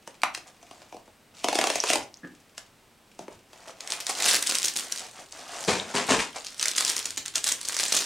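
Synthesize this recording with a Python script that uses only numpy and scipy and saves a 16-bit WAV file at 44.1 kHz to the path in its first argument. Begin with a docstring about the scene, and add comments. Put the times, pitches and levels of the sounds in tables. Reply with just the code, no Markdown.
"""A thin plastic wrapper crinkles in the fingers: squeezes swell a shower of small folds, big creases snap.
Before that a cardboard box is picked at: a tab snaps, then its perforated tear strip rips off with hollow
pops and rasping fibres. Later the box lands on the table as the wrapper goes on crinkling. Noise bursts
make the cracks, struck modes the panels and table, dense random fractures the friction and folds.
A small hard room answers, nearly mono, over a steady murmur."""
import sys
import numpy as np
from scipy import signal
from scipy.fft import rfft, irfft, next_fast_len
from scipy.io import wavfile
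from scipy.ndimage import uniform_filter1d, minimum_filter1d

SR = 44100
rng = np.random.default_rng(int(sys.argv[2]) if len(sys.argv) > 2 else 0)


def to_wav(s):
    """Save 16-bit WAV."""
    ch = np.atleast_2d(s).T  # columns
    pcm = np.round(np.clip(ch, -1, 1) * 32767)  # PCM
    wavfile.write(sys.argv[1], SR, pcm.astype(np.int16))


N = 355005

# big creases of the wrapper snapping through: (t/s, relative level/dB)
CREASE_SNAPS = [(3.8057, -19), (3.874, -18), (3.903, -14), (3.9203, -12.5), (4.0669, -12), (4.2818, 4.5),
                (4.3515, -3), (4.4256, -9.5), (4.4712, -5.5), (4.4973, -10), (4.5104, -9), (4.5517, -2.5),
                (4.5842, -8.5), (4.629, -10), (4.6467, -8), (4.655, -7), (4.6823, -7.5), (4.763, -10.5),
                (4.771, -12.5), (4.9222, -8.5), (4.975, -19), (5.3226, -23), (6.4665, -17), (6.595, -11),
                (6.612, -13.5), (6.6266, -5.5), (6.6567, -9.5), (6.6818, -5), (6.714, -14), (6.7629, -11),
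                (6.7821, -6), (6.8079, -10), (6.8486, -5), (6.8782, -11), (6.891, -14), (6.8982, -6.5),
                (6.9648, -9.5), (6.976, -19), (6.991, -13), (7.055, -10), (7.105, -17), (7.2803, -16.5),
                (7.3554, -2.5), (7.3796, -11.5), (7.441, -7.5), (7.4775, -9.5), (7.5208, -4), (7.6126, -17),
                (7.653, -17), (7.6858, -8.5), (7.7888, -9.5), (7.836, -8.5), (7.9243, -6), (7.9508, -7.5),
                (7.9706, -8.5)]
# colour of the hollow box: (f/Hz, gain/dB)
HOLLOW_COLOUR = [(35, -44), (80, -28), (160, -20), (280, -12), (480, -8.5), (700, -3), (900, -7.5),
                 (1300, -9.5), (2300, -11), (4000, -59)]
# colour of cracking and rasping paper fibres: (f/Hz, gain/dB)
FIBRE_COLOUR = [(100, -71), (500, -23), (1400, -5), (2500, 4), (4000, -0.5), (6000, 2), (9000, -3.5),
                (11000, -11.5), (15500, -27)]
# colour of the thin plastic film: (f/Hz, gain/dB)
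FILM_COLOUR = [(60, -80), (120, -16.5), (300, -1), (800, -2), (1600, 1), (2500, 0), (4600, 1), (6400, 1.5),
               (9400, 1.5), (10800, -5), (14500, -9.5), (16000, -17)]
CREASE_HZ = 6070  # typical pitch of a crease
HELD_FROM, HELD_TO = 3.8, 8.05  # s, the wrapped treat is in the hand


def amp(db):
    """Decibels to gain."""
    return 10 ** (np.asarray(db) / 20)


def unit(x):
    """Scale to rms 1."""
    return x / np.sqrt(np.mean(x ** 2) + 1e-20)


def crest(x):
    """Scale to peak 1."""
    return x / np.abs(x).max()


def along(points, hz):
    """Read (f/Hz, value) points on a log frequency axis."""
    f, v = np.transpose(points)
    return np.interp(np.log(hz + 1), np.log(f), v)


def swell(s, db):
    """A level curve as a gain per sample, 120 dB down outside its span."""
    return amp(np.interp(np.arange(N) / SR, s, db, left=-120, right=-120))


def add(track, s, sound):
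    """Mix a sound into a track at time s."""
    part = track[max(round(s * SR), 0):][:len(sound)]
    part += sound[:len(part)]


def colour(x, spectrum, size=8192):
    """Causal minimum-phase filter with the gain of (f/Hz, gain/dB) points."""
    gain = amp(along(spectrum, np.fft.rfftfreq(size, 1 / SR)))
    cepstrum = irfft(np.log(gain + 1e-6))
    # folding the cepstrum forward in time makes the filter causal
    cepstrum[1:size // 2] *= 2
    cepstrum[size // 2 + 1:] = 0
    return signal.fftconvolve(x, irfft(np.exp(rfft(cepstrum))))[:len(x)]


def burst(t60, size=2048):
    """A puff of noise that decays by 60 dB in t60 seconds."""
    return rng.standard_normal(size) * np.exp(-np.log(1000) * np.arange(size) / SR / t60)


def resonate(x, hz, width_hz):
    """One resonance with gain 1 at its centre."""
    b, a = signal.iirpeak(min(hz, SR / 2 - 2000), hz / min(width_hz, SR / 4), SR)
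    return signal.lfilter(b, a, x)


def ring(modes, scatter, size=4096):
    """Struck modes (f/Hz, width/Hz, level/dB), peak 1; pitch and balance shift from blow to blow."""
    t = np.arange(size) / SR
    swing = np.zeros(size)
    for k, (hz, width, db) in enumerate(modes):
        level = amp(db + 2 * rng.normal()) / hz
        pitch = hz * np.exp(scatter * rng.normal())
        swing += level * np.exp(-np.pi * width * t) * (-1) ** k * np.sin(2 * np.pi * pitch * t)
    onset = 1 - np.exp(-t / 0.000074)
    return crest(np.gradient(swing * onset))  # a small panel radiates no bass


def crackle(rate, spread_db, t60, pitch_hz, count=6):
    """Random tiny fractures of many sizes and pitches, each a dying puff; the overall level is evened out."""
    out = np.zeros(N)
    fade = np.exp(-2 * np.log(1000) / SR / t60)  # power decay per sample
    for hz in pitch_hz * np.geomspace(.5, 2, count):
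        chance = rng.random(N) * count * SR / rate  # below 1: a fracture starts here
        sizes = (chance < 1) * amp(spread_db * np.minimum(-np.log(chance + 1e-12), 3))
        envelope = np.sqrt(signal.lfilter([1], [1, -fade], sizes ** 2 + 1e-9))
        noise = rng.standard_normal(N)
        out += envelope * (noise + 2 * resonate(noise, hz, hz / 2))
    local_power = np.abs(uniform_filter1d(out ** 2, size=1400))
    return out / np.sqrt(local_power + np.mean(out ** 2) / 20)


def room_tone(level_db=-59, side_db=-13):
    """Steady appliance murmur and microphone hiss as coloured noise, mostly in the middle."""
    # murmur and hiss colour: (f/Hz, gain/dB)
    murmur_colour = [(12, -28), (20, -2), (48, -5.5), (60, -13), (81, -1.5), (142, -3.5), (234, -1),
                     (513, -6.5), (738, -7), (1710, -11.5), (2530, -12), (7310, -19.5), (7950, -17.5),
                     (10500, -23), (16000, -26)]
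    mid, side = (unit(colour(rng.standard_normal(N), murmur_colour)) for _ in range(2))
    side = amp(side_db) * side
    return amp(level_db) * np.array([mid + side, mid - side])


def fingertips(rate=22, tick_db=-46, spread_db=3, hollow_db=7, tick_t60=0.036):
    """Fingertips shift on the card: faint, uneven scratches heard through fibre and hollow box."""
    # fingers busy on the card: (from t/s, to t/s)
    picking_spans = [(0.02, 1.14), (2.05, 2.72), (3.1, 3.5)]
    touches = np.zeros(N)
    for start, stop in picking_spans:
        draws = rng.standard_normal((int((stop - start) * rate), 2))
        for k, (slip, size) in enumerate(draws):
            tick = amp(tick_db + spread_db * size) * crest(burst(tick_t60))
            add(touches, start + (k + slip / 2) / rate, tick)
    return colour(touches, FIBRE_COLOUR) + amp(hollow_db) * colour(touches, HOLLOW_COLOUR)


def card_pops(flap_db=-9, flap_share=0.61, crack_db=13, crack_t60=0.014,
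              lead=0.0055, linger=0.002, offset=0.0015):
    """Each tap or bursting perforation crushes fibres, cracks, flicks the flap and rings the hollow box."""
    # taps and bursts: (t/s, hollow pop peak level/dB, fibre crush peak level/dB)
    pops = [(0.074, -31, -40), (0.347, -43, -30.5), (0.374, -35, -41), (0.627, -42.5, -52),
            (0.71, -35, -49), (0.817, -41.5, -50), (0.924, -32.5, -53), (0.943, -29.5, -52),
            (0.966, -36, -52.5), (1.077, -40, -61), (1.442, -16, -26), (1.484, -16.5, -23.5),
            (1.527, -18, -30.5), (1.553, -16.5, -23.5), (1.587, -13, -21.5), (1.612, -21, -23.5),
            (1.639, -14, -24), (1.67, -17.5, -24.5), (1.7, -19, -24), (1.755, -18.5, -26),
            (1.837, -16.5, -27), (1.9, -16, -20), (1.932, -20, -19), (1.955, -13.5, -25.5),
            (2.578, -38.5, -36.5), (3.19, -26.5, -44.5), (3.28, -30.5, -51), (3.53, -41, -52)]
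    # box panels: (f/Hz, width/Hz, level/dB)
    box_modes = [(268, 83, -11.5), (351, 105, -5.5), (536, 210, 0.5), (723, 78, -1), (975, 107, -7)]
    # stiff flap edges: (f/Hz, width/Hz, level/dB)
    flap_modes = [(1090, 210, -10), (1450, 380, 4), (1670, 210, -13), (2380, 640, 4.5), (2700, 660, -13)]
    out = np.zeros(N)
    t = np.arange(-SR // 50, SR // 20) / SR
    crush_shape = np.exp(np.minimum(t / lead, -t / linger))
    for s, pop, crush_level in pops:
        s += offset  # small shared time offset; crush, pop and crack peak together
        crack_level = crush_level + crack_db
        crush = colour(rng.standard_normal(len(t)) * crush_shape, FIBRE_COLOUR)
        add(out, s + t[0], amp(crush_level) * crest(crush))
        add(out, s, amp(pop) * ring(box_modes, scatter=0.079))
        flick = pop + flap_db + flap_share * (crack_level - pop)  # sharper cracks flick it harder
        add(out, s, amp(flick) * ring(flap_modes, scatter=0.16))
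        add(out, s, amp(crack_level) * crest(colour(burst(crack_t60), FIBRE_COLOUR)))
    return out


def tab_break(s=.2342, db=-6, crack_db=-17):
    """The end of the tear strip is pressed in: a faint tick, then one loud, woody snap of modes and fibre."""
    # the breaking tab: (f/Hz, width/Hz, level/dB)
    tab_modes = [(300, 110, -17.5), (607, 170, -1), (746, 176, 2), (1020, 160, -0.5), (1225, 280, 1),
                 (1560, 150, -4), (1780, 400, 0.5), (2320, 440, 1.5), (3860, 1000, 2)]
    out = np.zeros(N)
    add(out, .2185, amp(-25) * crest(colour(burst(t60=.008), FIBRE_COLOUR)))
    add(out, s, amp(db) * ring(tab_modes, scatter=0.023))
    add(out, s, amp(crack_db) * crest(colour(burst(t60=0.024), FIBRE_COLOUR)))
    return out


def card_friction(tear_hollow_db=-1, scuff_fibre_db=-0.5):
    """Dense slips drone in the box while the paper fibres rasp: one long tear and many short scuffs."""
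    # the strip lifted, then ripping: (t/s, hollow level/dB before trim, fibre level/dB)
    tear_curve = [(1.34, -61, -59), (1.39, -60, -49.5), (1.43, -58, -54), (1.494, -55, -45),
                  (1.56, -42, -34), (1.616, -34.5, -42), (1.766, -49, -37), (1.835, -53, -40.5),
                  (1.9, -37, -27), (1.98, -37, -43.5), (2.04, -62, -49)]
    # fingers and wrapped treats sliding on card: (strongest t/s, half length/s, level/dB before fibre trim)
    scuffs = [(0.483, 0.036, -52.5), (0.773, 0.25, -60.5), (3.219, 0.034, -57), (3.328, 0.023, -53.5),
              (3.618, 0.18, -56.5), (3.692, 0.039, -49), (3.927, 0.22, -48), (4.097, 0.031, -36.5),
              (4.264, 0.19, -37.5), (4.837, 0.12, -50.5), (5.028, 0.11, -49), (5.19, 0.085, -49),
              (5.388, 0.09, -47), (5.57, 0.18, -43.5), (5.904, 0.065, -44), (6.368, 0.038, -40)]
    s, hollow_db, fibre_db = np.transpose(tear_curve)
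    hollow = swell(s, hollow_db + tear_hollow_db)
    fibre = swell(s, fibre_db)
    for s, half_length, db in scuffs:
        stroke = amp(db) * np.hanning(round(2 * half_length * SR))
        add(hollow, s - half_length, stroke)
        add(fibre, s - half_length, amp(scuff_fibre_db) * stroke)
    drone = unit(colour(crackle(rate=1200, spread_db=6.0, t60=0.01, pitch_hz=720), HOLLOW_COLOUR))
    rasp = unit(colour(crackle(rate=2100, spread_db=6, t60=0.0061, pitch_hz=5550), FIBRE_COLOUR))
    return hollow * drone + fibre * rasp


def edge_pings():
    """A stiff edge of card or film slips free and rings as two close modes, heard as one pitch."""
    # edges flicking free: (t/s, peak level/dB, f/Hz, twice the mode width/Hz)
    pings = [(1.8025, -9.5, 5670, 1500), (2.142, -28, 5380, 3000), (2.172, -36.5, 6500, 2000),
             (5.799, -17, 3760, 700)]
    out = np.zeros(N)
    for s, db, hz, width in pings:
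        modes = [(hz, width / 2, 0), (hz * 1.015, width / 2, -3)]
        add(out, s, amp(db) * ring(modes, scatter=.01))
    return out


def table_shudder():
    """The table shakes under leaning arms or the settling box: swells of deep noise."""
    # rumbles: (strongest t/s, half length/s, level/dB)
    shudders = [(2.0, 0.08, -57), (3.35, 0.05, -59), (6.17, 0.083, -43), (7.25, 0.66, -63.5)]
    # rumble colour: (f/Hz, gain/dB)
    deep_colour = [(15, -12), (30, -3), (55, -10), (90, 0.5), (140, -6), (300, -48)]
    shake = np.zeros(N)
    for s, half_length, db in shudders:
        add(shake, s - half_length, amp(db) * np.hanning(round(2 * half_length * SR)))
    return shake * unit(colour(rng.standard_normal(N), deep_colour))


def creak(creak_db=-1):
    """A brief low creak as the arm swings away with the strip: quick slips each ring woody modes."""
    # slips: (t/s, peak level/dB before trim)
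    slips = [(2.2327, -33.5), (2.237, -35), (2.243, -31), (2.2489, -29), (2.256, -34), (2.26, -46)]
    # creaking wood: (f/Hz, width/Hz, level/dB)
    wood_modes = [(174, 98, 3), (264, 74, 9.5), (480, 150, -5), (1180, 86, -9), (1700, 43, -2.5),
                  (1860, 130, -2)]
    out = np.zeros(N)
    for s, db in slips:
        add(out, s, amp(db + creak_db) * ring(wood_modes, scatter=0.033))
    return out


def table_thumps():
    """The table top booms briefly under each heavy contact."""
    # a forearm or the box meeting the table: (t/s, peak level/dB)
    thumps = [(3.207, -39.5), (5.682, -18), (5.945, -22.5), (6.112, -18)]
    # the table top: (f/Hz, width/Hz, level/dB)
    tabletop_modes = [(96, 18, -21), (163, 35, -1), (243, 110, 9), (412, 46, 2)]
    out = np.zeros(N)
    for s, db in thumps:
        add(out, s, amp(db) * ring(tabletop_modes, scatter=0.028, size=8192))
    return out


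def grip(held_db=-55):
    """How hard the wrapper is worked, as a gain: each squeeze builds and lets go; held, it never quite rests."""
    # squeezes of the wrapper: (tightest t/s, build and release time constant/s, relative level/dB)
    squeezes = [(3.935, 0.024, -31.5), (4.007, 0.0065, -26), (4.1, 0.017, -26), (4.265, 0.062, -20),
                (4.333, 0.03, -18.5), (4.5, 0.068, -28.5), (4.64, 0.042, -30), (4.79, 0.05, -30.5),
                (4.97, 0.072, -36), (5.64, 0.093, -35.5), (6.12, 0.073, -30), (6.45, 0.1, -40.5),
                (6.64, 0.035, -30.5), (6.792, 0.022, -24.5), (6.89, 0.13, -29), (7.178, 0.0054, -23.5),
                (7.26, 0.0083, -33), (7.361, 0.011, -27), (7.48, 0.018, -20), (7.8, 0.094, -25.5),
                (7.97, 0.068, -22.5)]
    t = np.arange(N) / SR
    power = swell([HELD_FROM, HELD_TO], [held_db, held_db]) ** 2
    for s, release, db in squeezes:
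        power += (amp(db) * np.exp(-np.abs(t - s) / release)) ** 2
    return np.sqrt(power)


def small_folds(effort, crinkle_db=-4, follow_db=-23, lead=0.0026, linger=0.0073):
    """A dense shower of small folds follows the grip; each big crease has a short avalanche around it."""
    folds = amp(crinkle_db) * effort
    t = np.arange(-SR // 20, SR // 10) / SR
    avalanche = np.exp(np.minimum(t / lead, -t / linger))
    for s, db in CREASE_SNAPS:
        add(folds, s + t[0], amp(db + follow_db) * avalanche)
    shower = crackle(rate=650, spread_db=7.0, t60=0.0038, pitch_hz=4750, count=8)
    return folds * unit(colour(shower, FILM_COLOUR))


def lesser_creases(effort, rate=50, tick_db=11, spread_db=3, tick_t60=0.0059,
                   sharpness=0.81, broad=0.34, scatter=0.26):
    """Middling creases tick at uneven intervals, their level following the grip."""
    out = np.zeros(N)
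    draws = rng.standard_normal((int((HELD_TO - HELD_FROM) * rate), 3))
    for k, (slip, size, pitch) in enumerate(draws):
        s = HELD_FROM + (k + slip / 2) / rate
        hz = CREASE_HZ * np.exp(scatter * pitch)
        kick = burst(tick_t60, size=512)
        tick = crest(resonate(kick, hz, hz / sharpness) + broad * kick)
        add(out, s, amp(tick_db + spread_db * size) * tick)
    return colour(effort * out, FILM_COLOUR)


def creases(snap_db=9, click_db=7, snap_t60=0.0078, sharpness=1.05, broad=0.19,
            scatter=0.13, rise=0.0004, offset=0.000992):
    """Big creases snap through: one hard click at the facet's own pitch, then a brief flutter."""
    out = np.zeros(N)
    for s, db in CREASE_SNAPS:
        hz = CREASE_HZ * np.exp(scatter * rng.normal())
        kick = burst(snap_t60 * 5000 / hz)  # small, high facets stop sooner
        kick *= 1 - np.exp(-np.arange(len(kick)) / SR / rise)
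        kick[0] = amp(click_db)
        facet = resonate(resonate(kick, hz, hz / sharpness), hz, hz * 3)
        snap = colour(facet + broad * kick, FILM_COLOUR)
        add(out, s + offset, amp(db + snap_db) * snap / np.linalg.norm(snap))  # level sets its energy
    return out


def top_level(x, split_hz=9500):
    """The wrapper's highest treble brightens and dulls over time, following a level curve."""
    # the wrapper's treble level, duller around 6 s, brighter before and after: (t/s, gain/dB above the split)
    treble_curve = [(3.8, -6), (4.3, -2), (4.65, -1.5), (4.9, -2), (5.7, -9), (6.3, -11), (6.7, -4),
                    (8.05, -3.5)]
    highpass = signal.butter(2, split_hz, "highpass", fs=SR, output="sos")
    top = signal.sosfiltfilt(highpass, x)
    top_gain = amp(np.interp(np.arange(N) / SR, *np.transpose(treble_curve)))
    return x + top * (top_gain - 1)


def box_landing(thump_hz=330, rattle_hz=2200):
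    """The full box hits, skids and settles on the table: dense knocks as the wrapped treats jostle inside."""
    # landings: (t/s, level/dB, rise time constant/s, t60/s, thump gain/dB, rattle gain/dB)
    landings = [(5.677, -20.5, 0.0027, 0.45, 5, 2), (5.939, -13, 0.033, 0.25, -3.5, 0),
                (6.085, -7.5, 0.03, 0.23, 0.5, -3.5), (6.189, -24, 0.003, 0.21, -11, 4.5)]
    # box against table: (f/Hz, gain/dB)
    table_colour = [(26, -57), (45, -57), (91, -10), (134, -18), (247, -1.5), (292, -6), (487, 0),
                    (773, -3), (1030, -3), (1350, -8), (2250, -7), (3490, -9), (7230, -7.5), (9000, -12.5),
                    (15000, -43)]
    out = np.zeros(N)
    t = np.arange(SR // 2) / SR
    jostle = colour(crackle(rate=1400, spread_db=1.5, t60=0.0023, pitch_hz=1250), table_colour)
    for s, db, rise, t60, thump_db, rattle_db in landings:
        tilt = [(thump_hz, thump_db), (800, 0), (rattle_hz, rattle_db)]
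        body = unit(colour(jostle[round(s * SR):][:len(t)], tilt))
        envelope = (1 - np.exp(-t / rise)) * np.exp(-np.log(1000) * t / t60)
        add(out, s, amp(db) * body * envelope)
    return out


def room_tail():
    """A diffuse answer of energy 1 that starts after the first reflection off the table."""
    # decay of the small hard kitchen: (f/Hz, t60/s)
    kitchen_decay = [(150, 0.5), (400, 0.32), (1000, 0.3), (2800, 0.27), (7300, 0.2), (15000, 0.2)]
    hz, t, z = signal.stft(rng.standard_normal(SR // 2), SR, nperseg=256)
    decay = np.exp(-np.log(1000) * t / along(kitchen_decay, hz)[:, None])
    tail = signal.istft(z * decay, SR, nperseg=256)[1]
    tail *= np.clip(np.arange(len(tail)) / SR / 0.00046 - 1, 0, 1)
    return tail / np.linalg.norm(tail)


def in_kitchen(x, wet_db, left_db, size=8192):
    """Direct sound plus a diffuse room answer, drawn afresh for each block so no tail colour repeats."""
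    # stereo spread of the room answer: (f/Hz, side gain/dB relative to mid)
    side_colour = [(60, -13), (200, -16.5), (1000, -8), (4000, -8.5), (12000, -6)]
    mid, side = np.zeros(N), np.zeros(N)
    for start in range(0, N, size):
        block = x[start:start + size]
        add(mid, start / SR, signal.fftconvolve(block, room_tail()))
        add(side, start / SR, signal.fftconvolve(block, room_tail()))
    side = colour(side, side_colour)
    stereo = x + amp(wet_db) * np.array([mid + side, mid - side])
    return stereo * amp([[left_db / 2], [-left_db / 2]])  # left_db: left above right


def scene():
    """Box and wrapper near the middle, the landing a little to the left."""
    effort = grip()
    card = in_kitchen(card_pops() + card_friction() + fingertips() + creak(), wet_db=-4, left_db=0.3)
    tab = in_kitchen(tab_break(), wet_db=-5, left_db=0.0)
    sharp_film = top_level(creases() + lesser_creases(effort))
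    snaps = in_kitchen(sharp_film + edge_pings(), wet_db=-9.5, left_db=0.5)
    folds = in_kitchen(top_level(small_folds(effort)), wet_db=-2.0, left_db=-0.3)
    landing = in_kitchen(box_landing() + table_thumps(), wet_db=-5.0, left_db=2.0)
    return card + tab + snaps + folds + landing + table_shudder() + room_tone()


def record(dry, ceiling=0.49, top_hz=16000):
    """A fast stereo-linked limiter holds the sharpest peaks; nothing passes above the band limit."""
    needed = np.minimum(1, ceiling / (np.abs(dry).max(axis=0) + 1e-9))
    held = dry * uniform_filter1d(minimum_filter1d(needed, size=90), size=60)
    size = next_fast_len(N + 4096)  # padding keeps the end from wrapping to the start
    passed = np.fft.rfftfreq(size, 1 / SR) < top_hz
    return irfft(rfft(held, size) * passed, size)[:, :N]


dry = scene()
out = record(dry)
to_wav(out)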